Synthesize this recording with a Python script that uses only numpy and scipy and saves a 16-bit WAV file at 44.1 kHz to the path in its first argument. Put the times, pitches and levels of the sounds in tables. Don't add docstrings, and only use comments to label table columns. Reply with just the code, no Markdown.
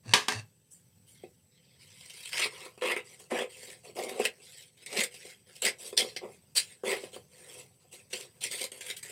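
import sys
import numpy as np
from scipy import signal
from scipy.fft import rfft, irfft, next_fast_len
from scipy.io import wavfile
from scipy.ndimage import uniform_filter1d, map_coordinates

SR = 44100
rng = np.random.default_rng(int(sys.argv[2]) if len(sys.argv) > 2 else 0)


def put_to_file(sound):
    columns = np.atleast_2d(sound).T
    safe = np.clip(columns, -1, 1)
    whole_steps = np.round(safe * 32767)
    wavfile.write(sys.argv[1], SR, whole_steps.astype(np.int16))


N = 401751
TIME_S = np.arange(N) / SR


def amp(db):
    return 10 ** (np.asarray(db) / 20)


def unit(x):
    return x / np.sqrt(np.mean(x ** 2) + 1e-20)


def along(points, hz):
    freq_hz, values = np.transpose(points)
    return np.interp(np.log(hz + 1), np.log(freq_hz + 1), values)


def wobble(rate_hz):
    knots = rng.standard_normal(int(N * rate_hz / SR) + 4)
    return map_coordinates(knots, [np.arange(N) * rate_hz / SR])


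def filtered(x, response):
    size = next_fast_len(x.shape[-1] + 8192)
    return irfft(rfft(x, size) * response(np.fft.rfftfreq(size, 1 / SR)), size)[..., :x.shape[-1]]


def modes(table):
    return lambda hz: sum((-1) ** k * amp(db) * 1j * hz * width / (centre ** 2 - hz ** 2 + 1j * hz * width)
                          for k, (centre, width, db) in enumerate(table))


def colour(points):
    return lambda hz: amp(along(points, hz))


def driven(level, force, response):
    power = uniform_filter1d(filtered(force, response) ** 2, size=SR // 12)
    return filtered(level * force / np.sqrt(np.abs(power) + 1e-12), response)


def ticks(rate_hz, spread_db):
    hits = rng.random(N) < rate_hz / SR
    return unit(hits * rng.standard_normal(N) * amp(spread_db * rng.exponential(1, N)))


def background():
    # freq_hz, gain_db
    spectrum = [(18, -82), (30, -51.5), (86, -4.5), (158, -1.5), (659, -40), (881, -23.5), (953, -32),
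                (3760, -35), (5890, -29), (6900, -49), (8310, -31.5), (9990, -41), (14100, -27.5),
                (16500, -47)]
    whine_hz = [8000, 6089]
    whine_db = [-76, -87]
    noise = unit(filtered(rng.standard_normal(N), colour(spectrum))) * amp(-67 + 2 * wobble(5))
    whine = sum(np.sqrt(2) * amp(db + 1.2 * wobble(10)) * np.sin(2 * np.pi * hz * TIME_S)
                for hz, db in zip(whine_hz, whine_db))
    return noise + whine


def room(x):
    # freq_hz, t60_s
    decay = [(200, 0.2), (600, 0.18), (2000, 0.15), (10000, 0.095)]
    hz, t, spectra = signal.stft(rng.standard_normal(SR // 2), SR, nperseg=256)
    tail = signal.istft(spectra * amp(-60 * t / along(decay, hz)[:, None]), SR, nperseg=256)[1]
    delayed = np.pad(x, (200, 0))
    return signal.fftconvolve(delayed, tail / np.linalg.norm(tail))[:N]


def scrapes():
    # time_s, ring_db, rumble_db
    slides = [
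        [(0.03, -78, -75), (0.06, -55.5, -40.5), (0.128, -43.5, -49.5), (0.13, -37, -40)],
        [(0.3, -38.5, -56), (0.35, -43.5, -41), (0.395, -44.5, -49), (0.44, -82.5, -63)],
    ]
    # centre_hz, width_hz, gain_db
    scissor_modes = [(690, 500, -5.5), (1147, 110, -3.5), (1669, 160, -0.5), (2720, 55, 6),
                     (3500, 660, -13.5), (4580, 170, 1), (5950, 350, -5), (8750, 990, -10.5)]
    ring_level, rumble_level = sum(amp([np.interp(TIME_S, times_s, db, -120, -120) for db in curves_db])
                                   for times_s, *curves_db in map(np.transpose, slides))
    ring = driven(ring_level, ticks(8000, spread_db=3.5), modes(scissor_modes))
    rumble = driven(rumble_level, rng.standard_normal(N), modes([(109, 20, 0)]))
    return ring + rumble


def knocks():
    # start_s, level_db, crack_rel_db, clatter_rel_db
    contacts = [(0.136, -9.5, -1.5, -10.5), (0.283, -13.5, -4, -20), (0.321, -28, 1.5, -18.5)]
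    # pitch_hz, gain_db, t60_s
    partials = [(428.2, 2, 0.17), (742, 2.5, 0.066), (1086, -3, 0.077), (1142, -15, 0.19), (1590, -4, 0.14),
                (1890, -6, 0.15), (2360, -3.5, 0.059), (2630, -4, 0.22), (3140, -9, .1), (4060, -13, .1),
                (5020, -14, 0.12), (6300, -7, 0.19), (7800, -21.5, .1), (8650, -23.5, .1)]
    # freq_hz, gain_db
    spectrum = [(88, -35), (150, -6.5), (682, -9.5), (1160, 2), (1380, -13.5), (1690, 1.5), (1860, -4.5),
                (4420, -6), (9330, -16), (15300, -34.5), (16500, -49.5)]
    out, t = np.zeros(N), np.arange(SR // 3) / SR
    attack = 1 - np.exp(-t / 0.00052)
    for start_s, level_db, crack_db, clatter_db in contacts:
        ring = sum(amp(db + rng.normal(0, 3) - 60 * t / t60_s) * np.sin(2 * np.pi * hz * t)
                   for hz, db, t60_s in partials)
        noise = unit(filtered(rng.standard_normal(len(t)), colour(spectrum)))
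        noise *= amp(crack_db - 60 * t / 0.031) + amp(clatter_db - 60 * t / 0.24)
        out[round(start_s * SR):][:len(t)] += amp(level_db) * attack * (amp(-22.5) * ring + noise)
    return out


def flexes(pitch_hz=207, t60_s=0.09, rise_s=0.0051):
    # start_s, level_db
    thuds = [(4.2, -34), (4.983, -28), (5.655, -37), (6.019, -39.5), (6.87, -36.5), (8.14, -45.5)]
    out, t = np.zeros(N), np.arange(SR // 5) / SR
    swing = amp(-60 * t / t60_s) * (1 - np.exp(-t / rise_s)) * np.sin(2 * np.pi * pitch_hz * t)
    for start_s, level_db in thuds:
        out[round(start_s * SR):][:len(t)] += amp(level_db) * swing
    return out


def sheet(hz):
    # centre_hz, width_hz, gain_db
    bending = [(195, 39, -16), (375, 87.5, -2.5), (490, 90, 2), (767, 160, -9)]
    return modes(bending)(hz) / (1 + 1j * hz / 1100) ** 2


def flap(drum_level, force):
    # time_s, gain_db re drumming
    envelope = [(1.6, -34.5), (1.8, -7), (2.4, 0.5), (3.4, -12.5), (4, -15.5), (9, -11)]
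    level = drum_level * amp(np.interp(TIME_S, *np.transpose(envelope)))
    return driven(level, force, lambda hz: modes([(990, 260, 0), (1350, 300, -5)])(hz) ** 2)


def snaps(rise_s=0.0014, t60_s=0.056, push_s=0.0017, push_db=18):
    # drum_db, rasp_db, crackle_db
    events = [(1.235, -55, 14, -18, -14), (2.392, -39, -3, 4, 5), (2.455, -36.5, 0, -21, -11.5),
              (2.658, -56, 12.5, -20, -12), (2.775, -49, 0.5, -8, -7.5), (2.819, -37, 3, -4, -11.5),
              (2.915, -34.5, -14, -10, -9.5), (2.962, -29, -6, -19, -13.5), (3.319, -40.5, 7, -14, -28),
              (3.386, -30.5, -3, -12, -11), (3.63, -56, 6, 6, 7), (3.679, -57, 6.5, -2, -7),
              (3.986, -43, 9.5, 2, 2), (4.034, -43.5, -6, 3, 3), (4.089, -38, -18, -6, -4),
              (4.196, -41, 16.5, -19, 5.5), (4.252, -27.5, -31, -1.5, -2.5), (4.4, -63.5, 9, -7, -6.5),
              (4.825, -63, -10, -5, -2), (4.86, -41.5, -21, 3, 0.5), (4.925, -51.5, 10.5, 3, -1),
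              (4.968, -34, -2, 2, -6.5), (4.983, -41, 7, 1, -10.5), (5.034, -35.5, -24, 4, 8),
              (5.14, -52, -3.5, 3, 7), (5.25, -65, 16, 0, -0.5), (5.619, -39.5, -7, 1, 9),
              (5.649, -20.5, -30, -3, -3), (5.926, -56.5, 18.5, 1, -5), (5.975, -33, -25, 16, 3),
              (6.02, -57, 22, 0, -0.5), (6.045, -58.5, 22, 0, 1), (6.162, -31, -11.5, 1.5, -8.5),
              (6.25, -63.5, 21.5, -9, -8), (6.568, -36, -29.5, -6.5, 8), (6.834, -53.5, 21.5, -8, -3),
              (7.035, -61, 22, -8, -5), (7.161, -59.5, 19.5, -11, -11), (8.13, -30.5, -12.5, 0.5, -4.5),
              (8.436, -35, -33, -2, 3.5), (8.511, -42.5, -38, 1, 7.5), (8.538, -60.5, 10, 0, 0.5),
              (8.61, -48, 7, 12, 9.5), (8.64, -45, 2.5, 6, 8), (8.717, -49.5, -1, 4, 6.5),
              (8.807, -40.5, -12.5, -4, 1), (8.851, -51, -13, -11, 6), (8.863, -46.5, -15, -1.5, 5.5),
              (8.885, -43, -19, -14, -3), (8.899, -35, -15.5, 1, 0), (8.965, -46, -27, 5, 8.5),
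              (9.027, -43, -36, -3.5, 6.5), (9.095, -53.5, 0.5, -1.5, 8)]
    t = np.arange(SR // 4) / SR
    fade = amp(-60 * t / t60_s) * (1 - np.exp(-t / rise_s))
    push = np.hanning(round(push_s * SR))
    bursts, force = np.zeros((4, N)), np.zeros(N)
    for start_s, crunch_db, drum_db, *bright_db in events:
        i = round(start_s * SR)
        bursts[:, i:i + len(t)] += amp(crunch_db + np.c_[[0, drum_db, *bright_db]]) * fade[:N - i]
        force[i:i + len(push)] = amp(crunch_db + drum_db + push_db) * push
    return bursts, filtered(force, sheet)


def stroke(length_s, swell_db, layers_db, attack_s, release_db_per_s, drum_share=1):
    t = np.arange(round(length_s * SR) + SR // 5) / SR
    ramp_db = np.c_[[1, drum_share, 1, 1]] * swell_db * (np.minimum(t / length_s, 1) - 1)
    release_db = release_db_per_s * np.maximum(t - length_s, 0)
    return amp(np.c_[layers_db] + ramp_db - release_db) * np.minimum(t / attack_s, 1)


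def strokes(gripped_db=3):
    # crunch_db, drum_db, rasp_db, crackle_db
    held_db = [-86, -80.5, -83.5, -77]
    # drum_db, rasp_db, crackle_db
    cuts = [(1.785, 0.67, -72, -53, -26.5, 3, 2.5), (2.313, 0.13, -43, -32, -16, -3.5, -8.5),
            (2.808, .11, -37.5, -33, -1.5, -11, -12.5), (2.954, 0.029, -46.5, -42, -4.5, -13.5, -14.5),
            (3.297, .125, -41.5, -39.5, 5, -11.5, -10), (3.83, 0.073, -60.5, -63.5, 8.5, 0.5, 1.5),
            (3.949, 0.25, -49.5, -55.5, 11.5, -3.5, -1.5), (4.184, 0.07, -46.5, -38.5, -1.5, -6, -6.5),
            (4.863, 0.15, -61.5, -30, -4.5, -4, -2.5), (5.614, 0.059, -44, -31, -3, -2, -1),
            (5.966, .035, -29.5, -36, -3, 8.5, 3), (6.55, 0.034, -37, -34.5, -16.5, 7, 7),
            (6.838, 0.069, -46, -34.5, 2, -6, -4.5), (6.911, 0.055, -35.5, -47, 3, -6.5, -8),
            (7.91, 0.044, -57, -58.5, -3.5, -1.5, 5), (8.125, 0.11, -53.5, -57.5, 0, 3, 5.5),
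            (8.405, 0.069, -43, -48.5, -8.5, 2, 2), (8.497, 0.15, -48.5, -48, -7, 2, 4),
            (8.723, .07, -59, -60.5, -1, -3, 4.5), (8.809, .13, -56, -56.5, -8, -0.5, 0.5),
            (8.971, 0.011, -61, -56, -14, -5, 4.5), (9.031, 0.071, -52, -57.5, -8.5, -6, 2.5)]
    # drum_db, rasp_db, crackle_db
    rubs = [(0.704, 0.026, -84.5, -11.5, 4, 31), (1.065, 0.052, -75, -9, 7, 15),
            (1.144, 0.083, -73, -26, 3, -6), (1.51, 0.32, -77, -6, 6, -25),
            (2.503, 0.15, -52.5, -4, -1.5, -2.5), (3.037, 0.1, -62.5, -5.5, -0.5, 3.5),
            (3.185, 0.021, -62, 3, 2, 7.5), (3.487, 0.24, -56.5, -4.5, -0.5, 2.5),
            (4.327, .07, -71, 3, -1.5, 0), (4.415, 0.21, -62.5, -11, 6, 6.5),
            (4.764, 0.064, -61.5, -9, -1.5, -6), (5.105, .2, -55.5, -11, -1.5, -0.5),
            (5.461, 0.069, -65, -2.5, 1.5, -1), (5.549, 0.011, -60.5, -18, 5.5, 9),
            (5.782, 0.096, -57.5, 4.5, 7, 11.5), (6.003, 0.096, -59, 4, 7.5, 2),
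            (6.206, 0.042, -60, 18.5, -12, -9), (6.282, 0.063, -69.5, -27.5, -4.5, 2.5),
            (6.634, 0.092, -62.5, -9, -1, 4), (6.964, 0.083, -56.5, 3, 2, 2),
            (7.116, 0.03, -59.5, 4.5, 4.5, 5.5), (7.308, 0.16, -63.5, 0.5, -1, 4.5),
            (7.474, 0.126, -59, 2, 0.5, 6), (7.794, 0.034, -79, 11, 2, 0), (7.957, 0.044, -67, -5, -4, 1),
            (8.097, 0.027, -59, -3, -0.5, 4), (8.237, 0.013, -72, 8, 4.5, 2.5),
            (8.329, 0.036, -77, 5.5, -8, 3.5)]
    gripped = np.arange(N + SR) / SR > cuts[0][0]
    levels = np.c_[amp(held_db)] * amp(gripped_db * gripped)
    for start_s, length_s, bite_db, end_db, *rel_db in cuts:
        shape = stroke(length_s, end_db - bite_db, end_db + np.r_[0, rel_db],
                       attack_s=0.02, release_db_per_s=519, drum_share=0.77)
        levels[:, round(start_s * SR):][:, :shape.shape[1]] += shape
    for start_s, length_s, crunch_db, *rel_db in rubs:
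        shape = stroke(length_s, swell_db=5.5, layers_db=crunch_db + np.r_[0, rel_db],
                       attack_s=0.013, release_db_per_s=297.5)
        levels[:, round(start_s * SR):][:, :shape.shape[1]] += shape
    return levels[:, :N]


def slips(rate_hz, decay_s):
    kicks = (rng.random(N) < rate_hz / SR) * rng.exponential(1, N)
    saw = signal.lfilter([1], [1, -np.exp(-1 / (decay_s * SR))], np.minimum(kicks, 2.5))
    return unit(saw - saw.mean())


def catches(start_s=2.01, first_gap_s=0.05, gap_ratio=0.88, width_s=0.0053):
    times_s = start_s + first_gap_s * (1 - gap_ratio ** np.arange(10)) / (1 - gap_ratio)
    nearest_s = np.min([abs(TIME_S - at_s) for at_s in times_s], axis=0)
    return np.exp(-(nearest_s / width_s) ** 2)


def shifting(x, depth_db):
    spectra = signal.stft(x, nperseg=512)[2]
    patches = uniform_filter1d(rng.standard_normal(spectra.shape), size=5, axis=0)
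    patches = uniform_filter1d(patches, size=6, axis=1)
    return signal.istft(spectra * amp(depth_db * unit(patches)), nperseg=512)[1][:N]


def cutting():
    # centre_hz, width_hz, gain_db
    blade_modes = [(1687, 510, -6), (2066, 236, 5.5), (2317, 180, 5), (2516, 140, 6), (2807, 300, 1)]
    # centre_hz, width_hz, gain_db
    edge_modes = [(3130, 220, 0), (4078, 710, 0.5), (4670, 660, 0), (5136, 260, 1), (5720, 480, -9.5)]
    # freq_hz, gain_db
    fibre_spectrum = [(3530, -24), (6000, -9), (6780, -7.5), (8310, 2.5), (9520, -4), (12100, -11.5),
                      (15800, -20), (16300, -35), (16500, -48)]
    levels = strokes()
    effort = np.clip((20 * np.log10(levels[0]) + 75.5) / 25, 0.3, 1)
    jerk_db = effort * (0.41 * slips(53, decay_s=0.006) + 0.64 * wobble(130)) + 8.9 * catches()
    bursts, taps = snaps()
    crunch_level, drum_level, rasp_level, crackle_level = levels * amp(jerk_db) + bursts
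    tear = ticks(5000, spread_db=1.5)
    force = shifting(tear, depth_db=5) + 0.58 * effort * ticks(250, spread_db=2)
    drum_force = shifting(ticks(2000, spread_db=1), depth_db=3.5)
    crunch = driven(crunch_level, force, modes(blade_modes))
    drum = driven(drum_level, drum_force, sheet)
    rasp = driven(rasp_level, force, modes(edge_modes))
    crackle = driven(crackle_level, force, colour(fibre_spectrum))
    return crunch + drum + rasp + crackle + flap(drum_level, tear) + taps


def scene(highpass_hz=80):
    near = cutting() + flexes() + knocks() + scrapes()
    near = filtered(near, lambda hz: (1j * hz / (1j * hz + highpass_hz)) ** 2)
    return (near + amp(-8.5) * room(near) + background())[None]


def record(dry):
    return filtered(dry, lambda hz: hz < 15960)


dry = scene()
out = record(dry)
put_to_file(out)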